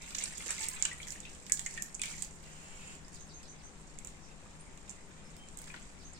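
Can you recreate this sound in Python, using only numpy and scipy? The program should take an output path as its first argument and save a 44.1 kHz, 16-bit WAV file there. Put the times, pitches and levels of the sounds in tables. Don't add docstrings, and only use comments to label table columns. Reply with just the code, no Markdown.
import sys
import numpy as np
from scipy import signal
from scipy.fft import rfft, irfft
from scipy.io import wavfile
from scipy.ndimage import uniform_filter1d

SR = 44100
rng = np.random.default_rng(int(sys.argv[2]) if len(sys.argv) > 2 else 0)


def inscribe(sig):
    pcm = np.round(np.clip(np.atleast_2d(sig).T, -1, 1) * 32767)
    wavfile.write(sys.argv[1], SR, pcm.astype(np.int16))


N = 272979
T = np.arange(N) / SR
FREQS = np.maximum(np.fft.rfftfreq(N, 1 / SR), 1)

# t/s, ping level/dB, f/Hz, then energy against the ping of
# splutter/dB, body/dB, crack/dB, and last splutter decay/s
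LEAF_SNAPS = [(.02, -37.5, 7640, -2, 4, -20, .003), (.106, -38, 7400, -1, 8, -20, .003),
              (0.149, -25, 6500, 3, 3, -14, 0.0023), (.169, -38, 8000, -2, -15, -2, .001),
              (0.184, -23, 7000, 5, -2, -20, 0.0029), (.2105, -32, 6600, -5, 8, -20, .003),
              (0.238, -16, 8070, -2, -28, -27, .0015), (.257, -26.5, 5150, -12, -1, -19, .001),
              (0.3805, -29, 7400, 3, -8, -6, .001), (0.398, -35, 7460, -3, -19, -12, .002),
              (0.462, -25.5, 7200, -15, -4, -22, .0012), (.468, -30, 7700, -11, 4, -10, .001),
              (.505, -34, 7400, 3, 4, -6, 0.0044), (0.518, -30, 6960, -8, -7, -2, .002),
              (.549, -28, 7000, -8, -8, -13, .001), (.58, -32, 7000, -3, -10, -20, .002),
              (0.5928, -30, 6750, -8, -11, -15, .001), (0.6344, -28.5, 7400, -2, 4, -15, .001),
              (0.641, -29.5, 7400, -4, 6.5, -9, .005), (0.6853, -24, 7900, 8, -22, 2, .0016),
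              (0.734, -32, 7900, 2, -16, -3, 0.0029), (0.8244, -8, 7130, -25, -12, -23, .001),
              (.8433, -39, 7500, -12, -18, -20, .001), (0.8528, -10.5, 7440, -19, -16, -35, 0.00082),
              (.984, -36, 7900, -10, -13, -12, .002), (1.018, -37, 7400, -1, -2, -10, .001),
              (1.03, -35.5, 7000, -14, 4, -13, 0.00092), (1.071, -34, 7600, -10, -16, -12, .002),
              (1.083, -29, 6500, -4, -15, -11, 0.0022), (1.105, -25.5, 6460, -3, -19, -8, 0.0019),
              (1.1215, -28, 7600, 1.5, -4, -10, .003), (1.203, -26.5, 7440, -7, -16, -17, 0.0022),
              (1.349, -36.5, 7540, -4, -6, -20, .002), (1.4649, -38, 7200, -7, 8, -11, .002),
              (1.497, -33, 7800, 6, -4, -9, .002), (1.5212, -5, 7280, -5, -27, -16.5, 0.0014),
              (1.5393, -21, 7700, 1, -25, -22, .002), (1.573, -26, 7340, -7, -5, -20, .001),
              (1.5936, -23.5, 7400, 5, 0.5, -12, 0.00065), (1.6623, -21, 7170, 1.5, -28, -18, 0.003),
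              (1.74, -31, 7300, 0, -13, -20, .002), (1.776, -31, 7500, -7, -11, -24, .002),
              (1.8229, -16.5, 7150, -21, -20, -8, 0.0007), (1.9454, -26, 7350, -4, -30, -25, .002),
              (1.95, -21, 7200, -11, -35, -29, 0.0011), (1.995, -29.5, 8450, -5, -19, -16, .002),
              (2.0166, -20.5, 7800, 6.5, -8, -15, .0007), (2.035, -24.5, 6900, -15, 4.5, -5, .002),
              (2.057, -29, 7400, -2, 3, -12, .002), (2.113, -35, 7400, 5, -2, -18, .003),
              (2.18, -33, 7000, 4, -12, -24, .002), (2.2224, -17, 7800, -3, -11.5, -14.5, .0012),
              (2.875, -37, 7600, 5, -15, -20, 0.0054), (2.953, -36.5, 7500, -4, -15, -20, .002),
              (3.082, -38.5, 6700, -6, -8, -20, .002), (3.207, -40.5, 7100, 1, 0, -20, .002),
              (3.43, -40, 7900, -2, 2, -10, 0.0048), (3.9875, -29, 7500, -3, -7.5, -13, .001),
              (4.0481, -26.5, 7400, -14, -20, -13, .001), (4.0722, -27.5, 7550, -4, -16, -19, 0.001),
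              (4.775, -37, 7400, -10, -3, -23, .002), (4.895, -27.5, 7240, -2, -28, -29, .002),
              (4.9033, -30, 7300, -10, -25, -32, .002), (4.9104, -33, 7240, -10, -25, -25, .002),
              (5.303, -43, 7300, -6, -15, -20, .002), (5.3665, -42.5, 7500, -7, 1, 0, .002),
              (5.4867, -35, 7500, -16, -8, -16, .002), (5.573, -28.5, 8100, -6, -20, -10, .002),
              (5.588, -30, 7860, -10, -26, -7, 0.0018), (5.617, -35.5, 8400, 0, -17, -1, .002),
              (6.133, -41, 7700, 5.5, -20, -21, 0.0024)]
# t/s, level/dB, f/Hz, glide/octaves per 10 ms, relative splash level/dB
DROPS = [(.147, -43, 1720, 0, -8), (.21, -36.5, 2730, .05, -17), (.404, -41, 2130, 0, -12),
         (.461, -42, 1710, .05, -5), (0.504, -38.5, 1840, 0.071, -13), (0.518, -44, 1440, 0.15, 0),
         (.581, -40, 2070, .05, -6), (.603, -42.5, 885, 0.0086, -30), (.743, -43.5, 2230, .026, -17),
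         (.71, -50, 1016, 0.011, -12), (.777, -43, 1295, 0, -4), (.814, -39, 2240, .11, -5),
         (0.8504, -22, 2800, 0.33, -15), (0.913, -34, 1920, 0.04, -15), (1.001, -37, 2210, 0.19, -21),
         (1.029, -32.5, 3190, 0.23, -24), (1.251, -35, 2530, 0.13, -11), (1.496, -39.5, 1710, 0.021, -4),
         (1.517, -39, 1700, 0, -4), (1.661, -37, 1700, 0.41, -0.5), (1.7758, -28.5, 1810, 0.0078, -10),
         (1.995, -34, 2450, 0.1, -14), (2.016, -36, 2370, 0.17, 0), (2.035, -27.5, 2194, 0.26, -27),
         (2.06, -35.5, 2410, 0.086, -5), (2.138, -39.5, 2220, 0.03, -17), (5.702, -36.5, 2420, 0.045, -27),
         (5.741, -48, 1327, 0.16, -12)]
# t/s, length/s, fizz level/dB, squelch level/dB
HAND_GRIPS = [(0, 0.13, -56, -57), (0.136, 0.092, -48.5, -53), (0.265, 0.061, -51.5, -59.5),
              (0.354, 0.096, -50.5, -56), (0.47, 0.041, -46, -49.5), (0.547, 0.076, -48, -54),
              (0.612, 0.035, -46.5, -53.5), (0.674, 0.1, -53, -56.5), (0.774, 0.16, -59, -59),
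              (0.97, 0.086, -59, -63.5), (1.067, 0.09, -55, -57.5), (1.186, 0.13, -65, -61),
              (1.517, 0.14, -54.5, -75), (1.687, 0.076, -54, -63), (1.835, 0.047, -60, -76),
              (2.034, 0.052, -49.5, -58.5), (2.096, 0.13, -53.5, -59.5), (2.228, 0.028, -62, -81),
              (3.116, 0.038, -60.5, -71), (3.767, 0.037, -67, -84), (4.066, 0.026, -62, -72),
              (4.873, 0.035, -63, -69), (5.577, 0.11, -58, -65), (5.645, 0.25, -65, -73)]
# f/Hz, level/dB
FIZZ_SPECTRUM = [(1800, -77), (3200, -12), (4800, 0), (5600, -0.5), (7600, 9), (8700, 5.5), (9600, -5.5),
                 (10800, -12.5), (13000, -12.5), (16000, -14.5)]
SQUELCH_SPECTRUM = [(200, -24), (500, -9), (1000, -4.5), (1400, -9.5), (1650, -4.5), (1950, -1.5),
                    (2400, 2), (3000, -3.5), (3900, 0), (5500, -26), (10000, -49)]
RUSTLE_SPECTRUM = [(200, -18), (500, -3), (1000, -3.5), (1800, -2), (2800, 3.5), (3600, -8), (4600, -8),
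                   (6000, -10), (7200, 4), (8200, -4.5), (9500, -14), (11000, -24), (16000, -27)]
# t/s, level/dB, f/Hz, width/Hz
BOWL_NUDGES = [(.402, -43.5, 2110, 1500), (.461, -42.5, 258, 450), (0.852, -37, 2100, 3000),
               (4.075, -54, 2300, 2000), (4.103, -59, 1900, 1500), (4.458, -50, 970, 500),
               (5.675, -52, 1900, 2500), (5.699, -51, 1780, 2000), (5.74, -44.5, 1220, 1400),
               (5.762, -50.5, 2300, 3200), (5.776, -53, 1600, 2000)]
# t/s, level/dB, f/Hz, length/s, waver/share of pitch
SKIN_SQUEAKS = [(3.046, -54.5, 4940, 0.0063, .03), (4.206, -64, 5700, 0.095, .07),
                (4.592, -56.5, 8840, .032, 0.03), (4.657, -61, 8600, .021, .025),
                (5.243, -67, 5270, .04, .005), (5.362, -67, 5250, .032, .007),
                (5.366, -64, 8500, .03, .005), (5.365, -65, 3110, 0.11, .003)]
# t/s, level/dB, whistle f/Hz, relative sweep level/dB
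BIRD_NOTES = [(3.133, -73, 6480, 2), (3.28, -71, 6450, 1), (3.425, -71, 6280, 0), (3.575, -73.5, 6250, -3),
              (5.988, -71.5, 6480, -1), (6.135, -71, 6400, 0)]
# t/s, pitch/ratio to the whistle, amplitude/0-1
NOTE_SHAPE = [(0, .87, 0), (.008, .83, .6), (.026, .69, .5), (.04, .58, .36), (.044, .9, .1),
              (.054, .96, .55), (.064, 1, 1), (.095, 1, .65), (.125, .99, 0)]
# f/Hz, T60/s
KITCHEN_T60 = [(500, 0.25), (2500, 0.35), (7000, 0.17), (14000, 0.23)]
# f/Hz, level/dB
AIR_SPECTRUM = [(20, 1.5), (40, -5), (85, -9.5), (125, -18), (170, -11), (300, -16.5), (500, -20.5),
                (900, -21), (2400, -30), (4400, -34), (7400, -30.5), (8800, -36), (9600, -35), (10500, -87),
                (16000, -76)]
# f/Hz, correlation/0-1
AIR_CORRELATION = [(60, 0.68), (150, 0.95), (300, 0.57), (640, 0.43), (1400, 0.0064), (16000, .01)]
# f/Hz, width/Hz, level/dB
HUM_BANDS = [(156.5, 11.4, -67), (197.8, 16.6, -67), (393.5, 8.9, -75.5), (505, 7.5, -77)]
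# f/Hz, left minus right/dB
PORT_BALANCE = [(60, 4.5), (200, 6), (700, 4), (1400, 5), (2100, 8), (2800, 4.5), (4400, -2), (7500, -5),
                (15000, 7)]


def snaps(rise_s=0.00032, body_hz=3200, body_s=0.0049, crack_s=0.00052):
    out, t = np.zeros(N), T[:SR // 30]
    swell = (t / rise_s * np.exp(1 - t / rise_s)) ** 4
    for start, db, hz, splutter_db, body_db, crack_db, splutter_s in LEAF_SNAPS:
        noise = rng.standard_normal((3, len(t)))
        ping = swell * np.sin(2 * np.pi * hz * t)
        tears = noise[0] ** 3 * np.exp(-t / splutter_s) * (t > .0005)
        splutter = signal.fftconvolve(tears, ping)[:len(t)]
        body = band(noise[1] * np.exp(-t / body_s), body_hz, 5400)
        crack = resonate(noise[2] * np.exp(-t / crack_s), 10600, 5000)
        parts = [(splutter_db, splutter), (body_db, body), (crack_db, crack)]
        tearing = sum(undb(part_db) * part / np.linalg.norm(part) for part_db, part in parts)
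        add(out, start, undb(db) * (ping + np.linalg.norm(ping) * tearing))
    return out


def drips(rise_s=0.00065, splash_s=0.0053):
    out, t = np.zeros(N), T[:SR // 8]
    for start, db, hz, glide, splash_db in DROPS:
        t60 = 0.034 * (2000 / hz) ** 2.1
        pitch = hz * 2 ** np.minimum(glide * t / .01, .5)
        bubble = np.exp(-np.log(1000) * t / t60) * tone(pitch)
        spray = band(rng.standard_normal(len(t)), 1.3 * hz, 0.81 * hz)
        splash = undb(splash_db) * unit(spray) * np.exp(-t / splash_s)
        add(out, start, undb(db) * (1 - np.exp(-t / rise_s)) * (bubble + splash))
    return out


def fizz(tick_db=-8, tick_hz=6800):
    films = sum(resonate(crackle(rate=98, spread_db=2) * spurts(), hz, 1400)
                for hz in np.geomspace(3800, 13500, num=9))
    ticks = resonate(crackle(rate=74, spread_db=4.5), tick_hz, 4500)
    bursts = unit(colour(unit(films) + undb(tick_db) * unit(ticks), FIZZ_SPECTRUM))
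    return bursts * juice_flow([row[2] for row in HAND_GRIPS], seep_db=-68.5, floor_db=-74)


def squelch(decay_cycles=4, bubble_count=900):
    bubbles, t = np.zeros(N), T[:SR // 60]
    for when, smallness, strength in rng.random((bubble_count, 3)):
        hz = 1200 * 3 ** smallness
        pop = np.exp(-t * hz / decay_cycles) * np.sin(2 * np.pi * hz * t * (1 + 6 * t))
        add(bubbles, when * N / SR, undb(10 * strength) * pop)
    leaves = unit(crackle(rate=2000, spread_db=4) * spurts())
    wet_mass = unit(colour(leaves + undb(-5) * unit(bubbles), SQUELCH_SPECTRUM))
    return wet_mass * juice_flow([row[3] for row in HAND_GRIPS], seep_db=-85, floor_db=-75)


def juice_flow(levels_db, seep_db, floor_db, attack_s=0.0036, release_s=0.036, build_db=3):
    wring_end_s, settle_s = 2.48, 0.38
    power = (undb(seep_db) * np.exp(-np.maximum(T - wring_end_s, 0) / settle_s)) ** 2
    t = T[:SR // 2]
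    attack = np.minimum(t / attack_s, 1)
    for (start, length, *_), db in zip(HAND_GRIPS, levels_db):
        build = undb(build_db * (np.minimum(t / length, 1) - 2))
        release = np.exp(-np.maximum(t - length, 0) / release_s)
        add(power, start, (undb(db) * attack * build * release) ** 2)
    return np.hypot(np.sqrt(power), undb(floor_db))


def spurts(rate_hz=55, spread_db=4.5):
    hold = int(SR / rate_hz)
    strengths = np.clip(rng.standard_normal(N // hold + 1), -2, 2)
    steps = np.roll(np.repeat(strengths, hold)[:N], rng.integers(N))
    return undb(spread_db * uniform_filter1d(steps, size=hold // 4))


def rustle(start_s=2.406, end_s=2.995, edge_s=0.063, end_db=-54.5, build_db=8):
    progress = np.clip((T - start_s) / (end_s - start_s), 0, 1)
    contact = np.clip(np.minimum(T - start_s, end_s - T) / edge_s, 0, 1)
    slips = unit(colour(crackle(rate=9000, spread_db=2), RUSTLE_SPECTRUM))
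    return slips * contact * undb(end_db + build_db * (progress - 1))


def nudges(decay_s=0.0031):
    out, t = np.zeros(N), T[:SR // 20]
    for start, db, hz, width_hz in BOWL_NUDGES:
        grit = band(rng.standard_normal(len(t)) ** 3, hz, width_hz)
        add(out, start, undb(db) * unit(grit) * np.exp(-t / decay_s))
    return out


def squeaks():
    out, t = np.zeros(N), T[:SR // 6]
    for start, db, hz, length, waver in SKIN_SQUEAKS:
        pitch = hz * (1 + waver * jitter(len(t), smooth_samples=40))
        envelope = np.sin(np.pi * np.minimum(t / length, 1))
        add(out, start, undb(db) * envelope * unit(tone(pitch)))
    return out


def bird(waver=0.023, rasp=0.14, sweep_s=.044):
    out, t = np.zeros(N), T[:SR // 7]
    when, ratio, amplitude = np.transpose(NOTE_SHAPE)
    course = np.interp(t, when, ratio)
    for start, db, hz, sweep_db in BIRD_NOTES:
        wobble = 1 + (waver + rasp * (1 - course)) * jitter(len(t), smooth_samples=60)
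        envelope = np.interp(t, when, amplitude * undb(db + sweep_db * (when < sweep_s)))
        add(out, start, envelope * tone(hz * course * wobble))
    return out


def kitchen(x, near_db, near_s, room_db, lag_s, positions=1):
    t = T[:SR // 2]
    f = np.maximum(np.fft.rfftfreq(len(t), 1 / SR), 1)
    noise = rfft(rng.standard_normal((2, len(t))))
    tail = 0
    for hz, t60 in KITCHEN_T60:
        share = by_pitch([(centre, centre == hz) for centre, _ in KITCHEN_T60], f)
        tail = tail + irfft(noise * share, len(t)) * np.exp(-np.log(1000) * t / t60)
    onset = 1 - np.exp(-t / 0.00089)
    tail = flatten(tail * onset) * (1 - t / t[-1])
    response = undb(room_db) * tail / np.linalg.norm(tail, axis=1, keepdims=True)
    response[1, 0] += 1
    response[0, int(lag_s * SR)] += undb(-20)
    direct_and_tail = signal.fftconvolve(x[None], response, axes=1)[:, :N]
    return direct_and_tail + undb(near_db) * near_reflections(x, near_s, positions)


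def near_reflections(x, decay_s, positions, passes=4):
    out, step, t = np.zeros((2, N)), N // positions + 1, T[:1024]
    fade = np.exp(-t / decay_s) * (t > .0006)
    for start in range(0, N, step):
        echo = rng.standard_normal((2, len(t))) * fade
        for _ in range(passes):
            echo = irfft(np.exp(1j * np.angle(rfft(echo))), len(t)) * fade ** (1 / passes)
        echo /= np.linalg.norm(echo, axis=1, keepdims=True)
        add(out, start / SR, signal.fftconvolve(x[None, start:start + step], echo, axes=1))
    return out


def room_tone(air_db=-52.5, motor_hz=154.7, motor_db=-65.5, hiss_hz=7350, hiss_db=-70):
    mid, side, hum = rng.standard_normal((3, N))
    likeness = by_pitch(AIR_CORRELATION)
    common = rfft(mid) * np.sqrt(1 + likeness)
    opposed = np.array([[1], [-1]]) * rfft(side) * np.sqrt(1 - likeness)
    air = unit(irfft((common + opposed) * undb(by_pitch(AIR_SPECTRUM)), N))
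    drone = sum(undb(db) * unit(resonate(resonate(hum, hz, width), hz, 2 * width))
                for hz, width, db in HUM_BANDS)
    port_ring = resonate(rng.standard_normal((2, N)), hiss_hz, 550)
    hiss = unit(resonate(port_ring, hiss_hz, 6000))
    motor = unit(np.sin(2 * np.pi * motor_hz * T))
    return undb(air_db) * air + drone + undb(motor_db) * motor + undb(hiss_db) * hiss


def crackle(rate, spread_db):
    size = undb(spread_db * np.minimum(rng.exponential(size=N), 4))
    return unit((rng.random(N) < rate / SR) * size * rng.choice([-1, 1], N))


def jitter(n, smooth_samples):
    return unit(uniform_filter1d(rng.standard_normal(n), size=smooth_samples))


def tone(pitch_hz):
    return np.sin(2 * np.pi * np.cumsum(pitch_hz) / SR)


def resonate(x, hz, width_hz):
    return signal.lfilter(*signal.iirpeak(hz, hz / width_hz, fs=SR), x)


def band(x, hz, width_hz):
    return resonate(resonate(x, hz, width_hz), hz, width_hz)


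def colour(x, rows):
    cepstrum = irfft(np.log(undb(by_pitch(rows))), N)
    cepstrum[1:N // 2] *= 2
    cepstrum[N // 2:] = 0
    return irfft(rfft(x) * np.exp(rfft(cepstrum)), N)


def flatten(echo):
    spectrum = rfft(echo)
    outline = np.sqrt(uniform_filter1d(np.abs(spectrum) ** 2, size=100))
    return irfft(spectrum / outline, echo.shape[-1])


def by_pitch(rows, hz=FREQS):
    f, value = np.transpose(rows)
    return np.interp(np.log(hz), np.log(f), value)


def add(track, start_s, x):
    i = int(start_s * SR)
    x = x[..., :max(N - i, 0)]
    track[..., i:i + x.shape[-1]] += x


def undb(db):
    return 10 ** (np.asarray(db) / 20)


def unit(x):
    return x / np.sqrt(np.mean(x ** 2))


def scene():
    mix = kitchen(snaps(), near_db=-8.5, near_s=0.002, room_db=-7, lag_s=0.00028, positions=40)
    mix += kitchen(drips() + squeaks(), near_db=-2, near_s=0.0033, room_db=-3.5, lag_s=.0001)
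    juice = undb(5) * fizz()
    mix += kitchen(juice, near_db=-0.5, near_s=0.0032, room_db=-1.5, lag_s=0.00019, positions=70)
    handling = undb(6) * (squelch() + nudges())
    mix += kitchen(handling, near_db=-1.5, near_s=0.0043, room_db=-2, lag_s=0.00113, positions=70)
    mix += kitchen(rustle(), near_db=1, near_s=0.0043, room_db=-3, lag_s=0.0004, positions=40)
    mix += kitchen(bird(), near_db=10, near_s=0.0024, room_db=20.5, lag_s=.0001)
    return mix + room_tone()


def record(dry):
    tilt_db = by_pitch(PORT_BALANCE) * np.array([[.5], [-.5]])
    heard = irfft(rfft(dry) * undb(tilt_db), N)
    return signal.sosfilt(signal.ellip(8, .2, 70, 16200, fs=SR, output="sos"), heard)


dry = scene()
out = record(dry)
inscribe(out)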